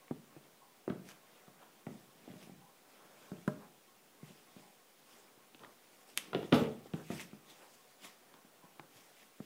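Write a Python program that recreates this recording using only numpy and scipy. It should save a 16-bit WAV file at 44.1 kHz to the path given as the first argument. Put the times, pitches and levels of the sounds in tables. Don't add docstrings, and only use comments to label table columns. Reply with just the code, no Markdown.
import sys
import numpy as np
from scipy import signal
from scipy.fft import rfft, irfft, next_fast_len
from scipy.io import wavfile
from scipy.ndimage import uniform_filter1d

SR = 44100
rng = np.random.default_rng(int(sys.argv[2]) if len(sys.argv) > 2 else 0)


def wrap_up_sound(samples):
    columns = np.atleast_2d(samples).T
    tamed = np.clip(columns, -1, 1)
    steps = np.round(tamed * 32767).astype(np.int16)
    wavfile.write(sys.argv[1], SR, steps)


def voltage_ratio(decibels):
    exponent = np.asarray(decibels, float) / 20
    return 10 ** exponent


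N = 416744


def unit(x):
    return x / np.sqrt(np.mean(x ** 2) + 1e-20)


def along(points, hz):
    f, v = np.transpose(points)
    return np.interp(np.log(hz + 1), np.log(f + 1), v)


def coloured(x, gain):
    m = next_fast_len(len(x) + 8192)
    spectrum = rfft(x, m) * gain(np.fft.rfftfreq(m, 1 / SR))
    return unit(irfft(spectrum, m)[:len(x)])


def shaped(x, curve):
    return coloured(x, lambda hz: voltage_ratio(along(curve, hz)))


def band(x, lo_hz, hi_hz):
    sos = signal.butter(3, [lo_hz, min(hi_hz, .45 * SR)], "bandpass", fs=SR, output="sos")
    y = signal.sosfilt(sos, x)
    return y / np.abs(y).max()


def snap(t, lo_hz, hi_hz, t60, rough):
    blow = rough * rng.standard_normal(len(t)) * voltage_ratio(-60 * t / t60)
    blow[0] = -1
    return band(blow, lo_hz, hi_hz)


def ring(modes, t, attack, spread_db):
    tones = np.zeros(len(t))
    for hz, db, t60 in modes:
        strength_db = db + rng.normal(0, spread_db)
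        tones += voltage_ratio(strength_db - 60 * t / t60) * np.sin(2 * np.pi * hz * t)
    return tones * (1 - np.exp(-t / attack))


def grit(per_second, spread_db, smooth):
    caught = rng.random(N) < per_second / SR
    catches = caught * voltage_ratio(spread_db * rng.standard_normal(N)) * rng.standard_normal(N)
    return unit(catches) + smooth * rng.standard_normal(N)


def patchy(x, depth_db):
    z = signal.stft(x, nperseg=256)[2]
    field = uniform_filter1d(rng.standard_normal(z.shape), size=6, axis=0)
    field = uniform_filter1d(field, size=14, axis=1)
    return signal.istft(z * voltage_ratio(depth_db * unit(field)), nperseg=256)[1][:N]


def swells(rows):
    t, out = np.arange(N) / SR, np.zeros(N)
    for s, rise, fall, db in rows:
        near = slice(max(0, round((s - 2 * rise) * SR)), round((s + 2 * fall) * SR))
        away = np.maximum((s - t[near]) / rise, (t[near] - s) / fall)
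        out[near] += voltage_ratio(db - 20 * away) ** 2
    return out


def add(track, s, x):
    part = track[round(s * SR):][:len(x)]
    part += x[:len(part)]


# (frequency [Hz], t60 [s])
ROOM_DECAY = [(100, 0.61), (260, 0.44), (700, 0.45), (1800, 0.37), (5000, 0.35), (12000, 0.2)]


def room(x):
    hz, t, z = signal.stft(rng.standard_normal(SR * 3 // 4), SR, nperseg=256)
    decay = voltage_ratio(-60 * t / along(ROOM_DECAY, hz)[:, None])
    tail = signal.istft(z * decay, SR, nperseg=256)[1]
    tail *= 1 - np.exp(-np.arange(len(tail)) / SR / 0.0005)
    return signal.fftconvolve(x, tail / np.linalg.norm(tail))


# (frequency [Hz], level [dB])
HISS_COLOUR = [(25, -16), (55, -33), (180, -14), (428, -5.5), (1370, -12), (2390, -13.5), (9510, -16.5),
               (14700, -18)]
# (frequency [Hz], rms level [dB], width [Hz])
APPLIANCE_TONES = [(789, -83.5, 2.7), (736, -81.5, 4.4), (9380, -86, 58)]
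# (frequency [Hz], rms level [dB])
WHINE_TONE = (15000, -79.5)


def background():
    out = voltage_ratio(-67) * shaped(rng.standard_normal(N), HISS_COLOUR)
    for centre, db, width in APPLIANCE_TONES:
        hum = coloured(rng.standard_normal(N), lambda hz: 1 / (1 + ((hz - centre) / width) ** 2))
        out = out + voltage_ratio(db) * hum
    whine_hz, whine_db = WHINE_TONE
    return out + voltage_ratio(whine_db) * np.sqrt(2) * np.sin(2 * np.pi * whine_hz * np.arange(N) / SR)


# (frequency [Hz], level [dB], t60 [s])
PENDULUM_MODES = [(1085, 0, .3), (1340, -9, .2), (2250, -10, .15)]
# (frequency [Hz], level [dB], t60 [s])
WALL_CLOCK_MODES = [(790, -31, 0.021), (831, -2, 0.11), (986, 7, 0.034), (980, -2, 0.033)]


def clocks():
    out, t = np.zeros(N), np.arange(SR // 4) / SR
    for swing in range(16):
        start = swing * .5972
        add(out, .012 + start, voltage_ratio(-64) * ring(PENDULUM_MODES[:1], t, attack=.008, spread_db=2))
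        add(out, .286 + start, voltage_ratio(-65) * ring(PENDULUM_MODES, t, attack=.008, spread_db=2))
    beating = unit(uniform_filter1d(rng.standard_normal(N), size=500))
    out *= voltage_ratio(2.5 * beating)
    for second in range(9):
        tick = ring(WALL_CLOCK_MODES, t, attack=0.0019, spread_db=0)
        add(out, .615 + second, voltage_ratio(-78.5) * unit(room(tick)))
    return out


# (time [s], crack
# peak [dB], body level [dB], edge level [dB], room level [dB])
BRIGHT_TICKS = [(0.0812, -62, -49, -69, -3), (0.8784, -64, -44.5, -61, 1), (0.8993, -42, -45, -72, -8),
                (1.089, -53, -44, -40, 0), (1.8667, -57, -41, -68, -5.5), (1.103, -52, -54, -46, -11),
                (1.112, -56, -51, -58, -9), (2.3154, -51, -50, -67, -13), (2.4159, -56, -59, -64, -7),
                (3.4785, -45, -48, -36.5, -5), (5.5469, -44, -49, -65, -13), (5.594, -49, -68, -65, -13),
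                (5.6342, -53, -52, -74, -12), (5.6474, -47, -44, -68, -16), (6.1753, -19.5, -25, -13, -13),
                (6.348, -26, -34, -62, -7), (6.5256, -19.5, -24, -37, -5), (6.9359, -39, -61, -65, -6),
                (7.1965, -40, -35, -46, -5), (8.047, -42.5, -41.5, -51, 0), (8.3403, -50, -49, -57, -6),
                (8.7962, -54, -40, -62, -20)]


def ticks():
    out, t = np.zeros(N), np.arange(SR // 30) / SR
    for s, db, body_db, edge_db, room_db in BRIGHT_TICKS:
        crack = voltage_ratio(db) * snap(t, lo_hz=2370, hi_hz=3800, t60=0.037, rough=0.03)
        body = voltage_ratio(body_db) * snap(t, lo_hz=880, hi_hz=2460, t60=0.0067, rough=0.22)
        edge = voltage_ratio(edge_db) * snap(t, lo_hz=5100, hi_hz=12600, t60=0.0095, rough=0.081)
        dry = crack + body + edge
        add(out, s, dry)
        add(out, s + .003, voltage_ratio(room_db) * room(dry))
    return out


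# (peak time [s], rise [s], fall [s], cloth level [dB], board groan over cloth [dB])
GRIP_SHIFTS = [(0.01, .1, 0.33, -71.5, -7), (0.33, 0.19, 1, -71, 2), (0.96, 0.11, .2, -67, -5),
               (1.096, 0.17, 0.9, -68, -3), (1.4, 0.32, 1, -71, -4), (1.63, 0.11, 0.18, -62.5, -9),
               (2.0, 0.57, 0.64, -70.5, 2.5), (2.326, 0.4, 0.057, -70.5, 11), (2.422, 0.069, 0.17, -66, 6),
               (3.038, 0.3, 0.23, -63.5, -3), (3.25, 0.65, .4, -63.5, -4), (3.62, .1, .12, -59, -16),
               (4.28, 0.7, .9, -70, 1), (5.14, 0.25, 0.99, -67.5, -3.5), (5.61, 0.024, 0.25, -62.5, 2),
               (6.09, 0.34, .15, -68, -11), (6.4, .3, .15, -58, 6), (6.87, .04, 0.018, -68, 15)]
# (peak time [s], rise [s], fall [s], cloth level [dB], board groan over cloth [dB])
FOOT_LEANS = [
    (7.0, 0.15, .08, -55, -5),
    (7.56, 0.9, 1, -68.5, -8),
    (8.39, 1, 0.023, -70, -2),
    (8.68, .9, 0.04, -69, -10),
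    (8.83, 0.18, 0.15, -64, -4),
    (9.1, 0.47, 0.28, -69, -16),
    (7.63, 0.07, 0.093, -60, -18),
]
# (peak time [s], rise [s], fall [s], scuff level [dB], fizz over scuff [dB])
SOLE_DRAGS = [(1.096, 0.096, 0.076, -62, -3), (1.36, .3, .3, -71, -8), (1.63, 0.034, .4, -75, -8),
              (1.92, 0.21, .5, -74, 0.5), (2.32, .3, .12, -67, -11), (2.43, .12, .12, -63, -5),
              (2.9, 0.058, 0.55, -71, -7), (3.25, 0.43, 0.53, -70.5, -2), (3.44, .1, 0.26, -79, 6),
              (4.28, 0.17, 0.42, -70, -2.5), (4.59, 0.18, 0.24, -67, -4), (5.14, 0.16, 0.21, -69.5, 2.5),
              (5.62, .1, .4, -80, 3), (6.03, 0.69, .03, -75, 2), (6.09, 0.048, .15, -68, 1.5)]
# (peak time [s], rise [s], fall [s], scuff level [dB], fizz over scuff [dB])
SHOE_SKIDS = [
    (6.184, 0.019, 0.017, -46.5, -6),
    (6.2, .01, 0.19, -61, -2),
    (6.36, .02, 0.24, -61, -22),
    (6.445, .05, 0.17, -62, -9),
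    (6.543, 0.025, .14, -41.5, -12),
    (6.87, 0.066, .025, -65, -9),
    (7.115, .015, .2, -55, -9),
    (7.17, .2, .08, -56, -3),
]
# (peak time [s], rise [s], fall [s], scuff level [dB], fizz over scuff [dB])
SHOE_SHUFFLE = [(6.945, .015, .12, -63.5, -8), (7.21, .04, 0.054, -50, -3),
                (7.505, 0.059, 0.071, -59.5, -5), (7.6, 0.33, 0.14, -68.5, -5),
                (7.74, 0.37, 0.19, -72.5, 4), (7.912, 0.083, .12, -74, 1.5), (8.048, .05, .06, -53.5, -5),
                (8.08, 0.094, 0.14, -64.5, -2.5), (8.968, 0.094, 0.37, -67, -0.5),
                (9.222, 0.21, 0.12, -67.5, -4), (9.44, 0.11, .1, -70, -5)]
# (fizz [dB], scuff [dB], cloth [dB], groan [dB])
FIDGET_DB = (-87, -76, -74, -73.5)


def efforts():
    drags = SOLE_DRAGS + SHOE_SKIDS + SHOE_SHUFFLE
    shifts = GRIP_SHIFTS + FOOT_LEANS
    scuff = swells([row[:4] for row in drags])
    fizz = swells([(s, rise, fall, db + bright) for s, rise, fall, db, bright in drags])
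    cloth = swells([row[:4] for row in shifts])
    groan = swells([(s, rise, fall, db + load) for s, rise, fall, db, load in shifts])
    thumps = SHOE_SET_DOWN + SHOE_STEPS + SHOE_DROP
    settle = swells([(s + 0.0078, .02, .18, thump_db - 15) for s, _, thump_db, *_ in thumps])
    cloth = cloth + voltage_ratio(2 * -5.5) * scuff
    groan = groan + voltage_ratio(2 * -4.5) * scuff + settle
    return [np.sqrt(power + voltage_ratio(2 * db)) for power, db in zip([fizz, scuff, cloth, groan], FIDGET_DB)]


# (frequency [Hz], level [dB])
FIZZ_COLOUR = [(3000, -26), (4800, 1), (6000, -0.5), (8000, -1), (11000, -6), (13500, -8), (16000, -20)]
# (frequency [Hz], level [dB])
SCUFF_COLOUR = [(1200, -28), (1800, 4.5), (2300, 5.5), (2800, 3.5), (3500, 3), (4500, -8.5), (7000, -16.5)]
# (frequency [Hz], level [dB])
CLOTH_COLOUR = [(110, -54), (300, -2), (500, 4.5), (900, -0.5), (1500, -2), (2200, -13.5), (4000, -25.5)]
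# (frequency [Hz], level [dB])
GROAN_COLOUR = [(45, -40), (75, -22), (120, -5), (200, 1.5), (420, -2.5), (700, -45)]


def friction():
    fizzing, scuffing, rustling, groaning = efforts()
    sole = patchy(grit(per_second=3000, spread_db=4, smooth=1.5), depth_db=2.5)
    fizz = shaped(sole, FIZZ_COLOUR)
    scuff = shaped(sole, SCUFF_COLOUR)
    cloth = shaped(grit(per_second=700, spread_db=1.5, smooth=2), CLOTH_COLOUR)
    groan = shaped(grit(per_second=55, spread_db=3.5, smooth=2.8), GROAN_COLOUR)
    return fizzing * fizz + scuffing * scuff + rustling * cloth + voltage_ratio(-3) * groaning * groan


# (frequency [Hz], level [dB], t60 [s])
BOARD_MODES = [(150.8, -6.5, 0.078), (233, -7.5, 0.073), (299, -6, 0.049), (430.5, -14, 0.14),
               (612, -24, 0.24), (720, -10.5, 0.049), (794, -9.5, 0.051), (964, -17.5, 0.036)]
# (time [s], knock peak [dB], thump level [dB], thump frequency [Hz], room level [dB])
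SHOE_SET_DOWN = [(0.109, -44, -35, 256, -16.5), (0.363, -58, -51.5, 315, -10), (0.877, -44, -33.5, 345, -7),
                 (0.9, -32, -35, 194, -10.5), (0.92, -45, -45, 172, -7), (1.478, -49, -58, 180, -6),
                 (1.867, -44, -40.5, 202, -5), (2.276, -61, -49, 290, -15), (2.299, -65, -52, 195, -2),
                 (2.336, -59, -51.5, 207, -13), (2.356, -65, -54, 172, -10), (2.471, -56, -54.5, 194, -11),
                 (2.494, -60, -52, 198, -14), (2.515, -62, -60, 180, 1.5), (3.316, -46, -41, 189, -7.5),
                 (3.476, -24, -29.5, 198, -14), (4.229, -59, -52.5, 210, -11), (4.301, -55, -55, 173, -12),
                 (4.563, -58, -52.5, 199, -4.5)]
# (time [s], knock peak [dB], thump level [dB], thump frequency [Hz], room level [dB])
SHOE_DROP = [(5.547, -58, -60, 253, -18), (5.605, -56, -75, 288, -10), (5.634, -41, -59, 312, -5),
             (6.33, -27.5, -39.5, 415, -9), (6.347, -32, -30.5, 383, -3), (6.351, -55, -37, 190, -4),
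             (6.427, -37, -43.5, 377, -15), (6.521, -28, -29, 305, 1), (6.526, -19, -25, 198, -7),
             (6.5265, -21, -25, 435, 2), (6.611, -45, -35, 410, 1)]
# (time [s], knock peak [dB], thump level [dB], thump frequency [Hz], room level [dB])
SHOE_STEPS = [
    (6.856, -60, -51.5, 400, -21),
    (6.936, -38, -36, 179, -9),
    (7.101, -38.5, -36.5, 192, -3.5),
    (7.33, -47.5, -49, 200, -9.5),
    (8.341, -64, -64, 260, -12),
    (8.446, -60, -61.5, 211, -8),
    (8.638, -64, -59, 182, -11),
    (8.794, -34, -54, 308, -15),
    (8.955, -64, -66, 139, -7),
    (9.401, -47, -43, 205, -22),
]


def contacts():
    out, t = np.zeros(N), np.arange(SR // 6) / SR
    hits = [(*row, -18) for row in SHOE_SET_DOWN + SHOE_STEPS]
    hits += [(*row, -9) for row in SHOE_DROP]
    lag_s, thump_cycles = .0015, 8.7
    for s, knock_db, db, hz, room_db, slap_db in hits:
        turns = hz * t + 0.34 * (1 - np.exp(-t / 0.00056))
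        push = -np.sin(2 * np.pi * turns) * voltage_ratio(-60 * t * hz / thump_cycles) * (1 - np.exp(-t / 0.00039))
        boards = ring(BOARD_MODES, t, attack=0.0038, spread_db=6.0)
        thump = voltage_ratio(db + 10.5) * (push + voltage_ratio(-9.5) * boards)
        knock = voltage_ratio(knock_db - 3.5) * snap(t, lo_hz=417, hi_hz=1390, t60=0.029, rough=0.2)
        slap = voltage_ratio(knock_db + slap_db) * snap(t, lo_hz=1520, hi_hz=3640, t60=0.028, rough=0.23)
        dry = thump + knock + slap
        add(out, s + lag_s, dry)
        add(out, s + lag_s + .003, voltage_ratio(room_db) * room(dry))
    return out


def scene():
    return (clocks() + ticks() + friction() + contacts())[None]


def low_pass(x):
    return signal.sosfilt(signal.butter(12, 16830, fs=SR, output="sos"), x)


def record(dry):
    thin = signal.sosfilt(signal.butter(3, 85, "highpass", fs=SR, output="sos"), dry)
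    mix = thin + background() - 1e-4
    mix = irfft(rfft(mix) * (np.fft.rfftfreq(N, 1 / SR) < 15780), N)
    return low_pass(mix)


dry = scene()
out = record(dry)
wrap_up_sound(out)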